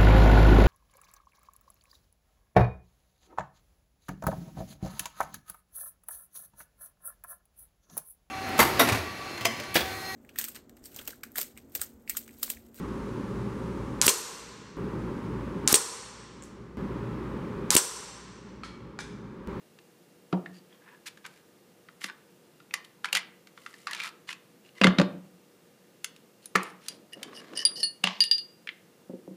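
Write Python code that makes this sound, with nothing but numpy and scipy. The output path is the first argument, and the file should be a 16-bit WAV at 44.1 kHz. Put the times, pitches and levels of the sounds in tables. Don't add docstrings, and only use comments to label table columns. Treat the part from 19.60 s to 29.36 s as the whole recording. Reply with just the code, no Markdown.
import sys
import numpy as np
from scipy import signal
from scipy.fft import rfft, irfft
from scipy.io import wavfile
from scipy.ndimage import uniform_filter1d, map_coordinates

SR = 44100
rng = np.random.default_rng(int(sys.argv[2]) if len(sys.argv) > 2 else 0)


def output_pcm(signal):
    pcm = np.clip(np.atleast_2d(signal).T, -1, 1) * 32767
    wavfile.write(sys.argv[1], SR, np.round(pcm).astype(np.int16))


N = 430416
AGE = np.arange(SR // 2) / SR

# [dB per Hz, relative]
BODY_COLOUR = [(240, -52.5), (400, -22.5), (633, -10.5), (1130, -0.5), (1710, -0.5), (2030, 1), (3210, -1),
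               (4290, -2.5), (6580, -9), (7210, -8), (7790, -11.5), (10400, -12.5), (11200, -20),
               (12500, -17.5), (15500, -30.5)]
# low_hz, high_hz [Hz]
RADIATED_HZ = (870, 15000)


def amp(db):
    return 10 ** (np.asarray(db) / 20)


def unit(x):
    return x / np.sqrt(np.mean(x ** 2) + 1e-20)


def blow(x):
    return x / np.sqrt(uniform_filter1d(x ** 2, size=176).max() + 1e-20)


def along(points, hz):
    point_hz, value = np.transpose(points)
    return np.interp(np.log(hz + 1), np.log(point_hz + 1), value)


def add(track, s, x):
    part = track[round(s * SR):][:len(x)]
    part += x[:len(part)]


def band(x, edges):
    return signal.sosfilt(signal.butter(3, edges, "band", fs=SR, output="sos"), x)


def fade(t60, size=len(AGE)):
    return amp(-60 * AGE[:size] / t60)


def slope(hz, db_per_octave):
    pivot_hz = 3000
    soft_rolloff = 0.49
    octaves = np.log2(np.maximum(hz, RADIATED_HZ[0]) / pivot_hz)
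    rounding = soft_rolloff * min(db_per_octave, 0) * np.maximum(octaves, 0) ** 2
    return db_per_octave * octaves + rounding


def noise(colour, size, bright_db=0):
    hz = np.fft.rfftfreq(size, 1 / SR)
    spectrum = rfft(rng.standard_normal(size))
    return unit(irfft(spectrum * amp(along(colour, hz) + slope(hz, bright_db)), size))


def resonance(x, hz, width_hz):
    return signal.lfilter(*signal.iirpeak(hz, hz / width_hz, fs=SR), x)


def catches(size, depth_db, per_s):
    wander = map_coordinates(rng.standard_normal(size), [np.arange(size) * per_s / SR])
    return amp(depth_db * wander)


def room(x, gap_s=.002, early_db=-2, early_t60=.1):
    # freq_hz [Hz], t60_s [s]
    tail_t60 = [(150, 0.7), (400, 0.42), (1000, 0.44), (3000, 0.39), (7000, 0.16), (14000, .14)]
    # freq_hz [Hz], level_db [dB]
    wall_colour = [(60, -13), (180, -0.5), (500, 3), (750, 6), (1300, -1.5), (2200, -5), (5000, -1.5),
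                   (10000, -1.5), (15000, -28.5)]
    hz, _, grains = signal.stft(rng.standard_normal(len(AGE)), SR, nperseg=256)
    t = np.linspace(0, AGE[-1], grains.shape[1])
    late = amp(-60 * t / along(tail_t60, hz)[:, None])
    early = amp(early_db - 60 * t / early_t60)
    colour = amp(along(wall_colour, hz)[:, None])
    tail = signal.istft(grains * colour * (late + early), SR, nperseg=256)[1]
    tail *= 1 - np.exp(-np.arange(len(tail)) / SR / gap_s)
    return signal.oaconvolve(x, tail / np.linalg.norm(tail))[:N]


def room_tone(air_db=-60):
    # [dB per Hz, relative]
    air_colour = [(18, -48.5), (30, -40.5), (90, -16.5), (173, 0), (208, -1), (249, -5.5), (359, -3),
                  (389, -6.5), (479, -4), (656, -12.5), (1230, -18), (1640, -18), (2690, -21),
                  (3150, -21.5), (15500, -27.5)]
    # pitch_hz [Hz], rms_level_db [dB]
    fan_tones = [(355.3, -75), (479.1, -72.5), (1217, -82), (2778, -82)]
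    t = np.arange(N) / SR
    hum = np.zeros(N)
    for hz, db in fan_tones:
        hum += amp(db) * np.sqrt(2) * np.sin(2 * np.pi * (hz * t + rng.random()))
    return amp(air_db) * noise(air_colour, N) + hum


def clicks(wet_db=-12, width_hz=280, rise_s=0.00059, t60=.02, graze_db=-29, graze_s=.005):
    # start_s [s], level_db [dB], brightness [dB per octave], main_resonance_hz [Hz], its_strength_db [dB]
    contacts = [(.188, -52, -1.5, 2730, 1), (.7272, -30.5, -6, 1200, 2), (.8595, -37, -6, 1850, 17),
                (1.573, -50, 0.5, 1670, 7), (1.663, -44, 6.5, 1750, 8), (2.286, -46.5, -4.5, 1360, 13),
                (2.416, -40.5, -2.5, 2140, 13), (2.4415, -27.5, 0.5, 2030, -4),
                (2.4977, -36.5, -1, 1630, 29), (3.001, -52, -2, 1400, 7), (3.109, -44.5, -3, 2430, 18),
                (3.139, -22.5, 2.5, 2080, 5), (3.4445, -24.5, -1, 1450, 8), (3.455, -30.5, -1, 2200, 4),
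                (3.486, -39.5, 1, 2390, 18), (3.528, -20, 3.5, 2830, 2.5), (3.5504, -20, 1, 2950, 7),
                (3.56, -25.5, -1.5, 1970, 3), (3.5696, -26, 4, 2040, 10.5), (3.871, -50, 1.5, 2030, 10),
                (3.976, -45, -4.5, 1500, 9.5), (4.062, -36, -2.5, 1330, 3), (4.14, -45.5, -0.5, 1780, 9),
                (4.2704, -28, -1.5, 1160, 4), (4.3104, -38.5, 4, 1800, 11), (4.3315, -30.5, -1.5, 1750, -8),
                (4.3474, -35, 1.5, 2470, 5), (4.4355, -34, 1.5, 1940, 7.5), (4.69, -32, -2, 2000, 4),
                (4.7277, -37.5, 1, 2620, 6.5), (5.214, -17, -3.5, 2740, 7.5), (5.236, -16.5, -5, 3957, 6.5),
                (5.242, -10.5, -2.5, 2130, 9.5), (5.269, -15.5, -3, 1820, 6), (5.385, -20, -5, 4140, 14),
                (5.398, -22.5, -2, 1200, 1), (5.4144, -25.5, -2, 1060, 7), (6.444, -27.5, 6.5, 1440, 6),
                (6.5625, -52, 4.5, 2810, 10.5), (6.8569, -38, 9, 9870, 14), (6.9535, -15, -3, 1250, 10),
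                (6.9575, -17.5, 4, 1890, 19), (7.031, -39, 9.5, 2000, 9), (7.2837, -29, 7, 4800, 8),
                (7.63, -33, 4, 3130, 11.5), (8.439, -15.5, -0.5, 2850, 12.5), (8.4717, -21, -3.5, 2870, 10),
                (9.0723, -44, -1, 1990, 6)]
    out = np.zeros(N)
    impact = fade(t60, size=4096)
    impact = impact * (1 - np.exp(-AGE[:len(impact)] / rise_s))
    graze = np.linspace(0, 1, round(graze_s * SR))
    envelope = np.concatenate([amp(graze_db) * graze, impact])
    for s, db, bright_db, ring_hz, ring_db in contacts:
        burst = noise(BODY_COLOUR, len(envelope), bright_db) * envelope
        stressed = amp(ring_db) * resonance(burst, ring_hz, width_hz)
        add(out, s - len(graze) / SR, amp(db) * blow(band(burst + stressed, RADIATED_HZ)))
    return out + amp(wet_db) * room(out)


def knocks(modes_db=-2, knock_db=-3, push_db=-29, push_growth=.35, full_db=-22, wet_db=-14):
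    # start_s [s], base_level_db [dB], hardness_db [dB], depth_db [dB]
    desk_blows = [(0.7287, -23, -1.5, -3.5), (.74, -43.5, 14, 9), (.773, -49, 12, 3),
                  (2.444, -46, -21, -9.5), (3.53, -54, 14, -3), (3.548, -51, 0, 5), (5.213, -22, 3.5, 0.5),
                  (5.247, -17, -3, 1.5), (5.272, -18, -8, 2), (5.386, -17.5, -10, 4.5),
                  (5.397, -20.5, 5.5, 1), (5.414, -19.5, -14, -3.5), (6.954, -27.5, 4, -7),
                  (8.439, -41.5, 10.5, 16.5), (8.471, -46, 2.5, 15), (9.496, -39.5, -6, -8.5),
                  (9.535, -40.5, -16.5, -12), (9.677, -40, -21, -6), (9.709, -40.5, -23, -4)]
    # centre_hz [Hz], relative_level_db [dB], t60_s [s]
    desk_modes = [
        [(122, -22, 0.058), (186.3, -8, 0.17), (198, -8, 0.037)],
        [(267, 2.5, 0.052), (318, -2.5, 0.12), (352, 3.5, 0.098), (514, -4, 0.09)],
    ]
    # [dB per Hz, relative]
    wood_colour = [(200, -32), (420, -3), (560, -1), (700, -7.5), (900, -10.5), (1300, -22), (2200, -37.5),
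                   (5000, -75.5)]
    out = np.zeros(N)
    for s, db, hard_db, deep_db in desk_blows:
        boom_db, thud_db = db + deep_db / 2, db - deep_db / 2
        for level_db, modes in zip((boom_db, thud_db), desk_modes):
            ring = np.zeros(len(AGE))
            for hz, mode_db, t60 in modes:
                struck_hz = hz * rng.normal(1, 0.011)
                ring += amp(mode_db) * fade(t60) * np.sin(2 * np.pi * (struck_hz * AGE + rng.random()))
            add(out, s, amp(level_db + modes_db) * blow(band(ring, (130, 900))))
        wood = band(noise(wood_colour, len(AGE)) * fade(.065), (250, 5000))
        add(out, s, amp(db + hard_db + knock_db) * blow(wood))
        push = band(rng.standard_normal(len(AGE)) * fade(0.069), (25, 110))
        weight_db = push_growth * (db - full_db)
        add(out, s, amp(boom_db + push_db + weight_db) * blow(push))
    return out + amp(wet_db) * room(out)


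def scrapes(swell=0.24, wet_db=-13, ring_db=6, width_hz=170, shift_db=4):
    # start_s [s], end_s [s], level_db [dB], brightness [dB per octave], main_resonance_hz [Hz]
    strokes = [(0.927, 0.995, -59.5, 2, 4700), (1.087, 1.19, -64.5, -4.5, 3260),
               (1.198, 1.38, -58, -7, 1720), (1.457, 1.49, -40.5, 2.5, 1610),
               (1.642, 1.673, -43.5, -1.5, 1520), (1.688, 1.81, -63.5, 2, 1630),
               (2.405, 2.483, -46.5, 5, 2070), (2.478, 2.497, -44, -2.5, 1620),
               (3.243, 3.255, -51, 4.5, 3000), (3.541, 3.599, -30.5, 1, 2080),
               (3.958, 4.31, -60.5, 5, 2040), (4.27, 4.38, -41, -2.5, 1800), (4.346, 4.476, -38, -1, 2400),
               (4.441, 4.497, -40.5, 0.5, 1300), (4.672, 4.737, -43, 0, 2900), (5.039, 5.1, -59, 0.5, 2800),
               (5.149, 5.242, -53, 0, 2040), (6.818, 6.864, -59.5, 3.5, 3000), (6.997, 7.128, -57, 1, 9600),
               (7.209, 7.37, -56, 0.5, 9700), (7.543, 8.2, -55, -1.5, 1150)]
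    # ratio_to_main_resonance [ratio], level_db [dB]
    neighbours = [(.56, -8), (1, 3), (1.45, -6)]
    out = np.zeros(N)
    for start, end, db, bright_db, ring_hz in strokes:
        size = round((end - start) * SR)
        grip = catches(size, depth_db=4.5, per_s=1100) * catches(size, depth_db=2.3, per_s=160)
        slips = noise(BODY_COLOUR, size, bright_db) * grip
        modes = np.zeros(size)
        for ratio, mode_db in neighbours:
            shift = catches(size, depth_db=shift_db, per_s=49)
            modes += amp(mode_db) * shift * resonance(slips, ratio * ring_hz, width_hz)
        stroke = unit(band(slips + amp(ring_db) * modes, RADIATED_HZ))
        add(out, start, amp(db) * stroke * np.hanning(size) ** swell)
    return out + amp(wet_db) * room(out)


def spring(wet_db=-13):
    # start_s [s], level_db [dB, before the decay], t60_s [s], centre_hz [Hz], width_hz [Hz]
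    rattles = [(6.96, -34, 0.41, 1390, 2360), (8.446, -33.5, 0.43, 2790, 2200),
               (9.0725, -31, 0.026, 2210, 398), (9.0898, -25, 0.024, 2220, 448)]
    out = np.zeros(N)
    for s, db, t60, hz, width_hz in rattles:
        chatter = rng.standard_normal(len(AGE)) * catches(len(AGE), depth_db=2.5, per_s=400)
        coils = resonance(band(chatter, (hz / 2, hz * 2)), hz, width_hz)
        add(out, s, amp(db) * unit(coils) * fade(t60))
    return out + amp(wet_db) * room(out)


def clinks(ring_db=1, low_db=-19, tick_db=-14, slide_db=-19, seat_share=0.44, tick_t60=0.0063, wet_db=-17,
           attack_s=0.00021, slide_t60=.13, waver_db=3, linger_db=-25, linger_t60=0.51):
    # start_s [s], strength_db [dB], muting_by_seat_db [dB],
    # mode_4400_hz_db [dB], modes_9400_hz_db [dB], t60_s [s]
    touches = [(7.284, -24.5, 14, -24, -10, 0.085), (7.533, -10.5, 47, -20, 11, 0.034),
               (7.774, -19.5, 41.5, -4, 11, .08), (7.9737, -12, 17, -18, -1.5, 0.052),
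               (8.0514, -12.5, -1, -25.5, -3, 0.058), (8.157, -38.5, 1.5, -2.5, -18, 0.19),
               (8.2303, -13, 10, 0, -4, .15), (8.6048, -6.5, 5, -18, -18.5, 0.13),
               (8.6392, -13, 3.5, -28.5, -21.5, 0.13), (8.7128, -13, -0.5, -29, -33, 0.15),
               (8.7815, -22, 6, -15, -27, 0.12)]
    # pitch_hz [Hz], relative_level_db [dB]
    barrel_modes = [
        [(1806, -11), (2866, 0)],
        [(4407, 3)],
        [(4784, -1.5), (4910, -19), (9151, -30), (11990, -42.5)],
        [(9433, 0), (9520, -16), (9980, -31)],
    ]
    # [dB per Hz, relative]
    slide_colour = [(1200, -28.5), (2300, -12.5), (2950, 0), (3400, 0), (3850, 4), (4200, -9.5),
                    (4900, -2.5), (5500, -8.5), (6300, -31), (9000, -27), (9800, -9), (10500, -31),
                    (12000, -18.5), (14000, -38)]
    out = np.zeros(N)
    for s, db, muted_db, side_db, top_db, t60 in touches:
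        main_db = db - muted_db
        seat_db = seat_share * muted_db
        decay = fade(t60) + amp(linger_db - seat_db) * fade(linger_t60)
        family_db = (db + low_db, main_db + side_db, main_db, main_db + top_db)
        for level_db, modes in zip(family_db, barrel_modes):
            ring = np.zeros(len(AGE))
            for hz, mode_db in modes:
                ring += amp(mode_db) * np.sin(2 * np.pi * (hz * AGE + rng.random()))
            grip = catches(len(AGE), depth_db=waver_db, per_s=120) * (1 - np.exp(-AGE / attack_s))
            add(out, s, amp(level_db + ring_db) * ring * grip * decay)
        tick = blow(band(noise(BODY_COLOUR, len(AGE)) * fade(tick_t60), (3000, 13500)))
        add(out, s, amp(db - seat_db + tick_db) * tick)
        chord = noise(slide_colour, len(AGE)) * fade(slide_t60)
        add(out, s, amp(main_db + slide_db) * chord)
    return out + amp(wet_db) * room(out)


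def handling(gain_db=-2):
    # [dB, before gain_db]
    rumble_curve = [(7.3, -51.5), (7.536, -65.5), (7.57, -46.5), (7.906, -54.5), (7.93, -41.5),
                    (7.958, -49), (8.168, -57), (8.18, -46), (8.38, -81)]
    s, db = np.transpose(rumble_curve)
    level = amp(np.interp(np.arange(N) / SR, s, db, left=-120, right=-120) + gain_db)
    return level * unit(band(rng.standard_normal(N), (170, 600)))


def drags(swell=0.21, wet_db=-14):
    # start_s [s], end_s [s], level_db [dB], brightness [dB per octave]
    barrel_drags = [(7.521, 7.552, -50.5, -5), (7.739, 7.808, -49.5, 5.5), (7.951, 8.038, -35.5, 0),
                    (8.153, 8.258, -41, 6.5)]
    # centre_hz [Hz], width_hz [Hz, half that of each of two filters in series], level_db [dB]
    pressed_modes = [(1830, 81, -1), (2960, 70, 5.5), (5080, 470, 6.5), (9280, 460, -7.5),
                     (11600, 270, -18)]
    out = np.zeros(N)
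    for start, end, level_db, bright_db in barrel_drags:
        size = round((end - start) * SR)
        slips = rng.standard_normal(size) * catches(size, depth_db=4.0, per_s=220)
        song = np.zeros(size)
        for hz, width, db in pressed_modes:
            mode = resonance(resonance(slips, hz, 2 * width), hz, 2 * width)
            song += amp(db + slope(hz, bright_db)) * unit(mode)
        add(out, start, amp(level_db) * unit(song) * np.hanning(size) ** swell)
    return out + amp(wet_db) * room(out)


def scene():
    pistol = clicks() + scrapes() + spring() + clinks() + drags()
    return (room_tone() + pistol + knocks() + handling())[None]


def record(dry):
    top_hz = 15500
    kept = np.fft.rfftfreq(N, 1 / SR) < top_hz
    return irfft(rfft(dry) * kept, N)


dry = scene()
out = record(dry)
output_pcm(out)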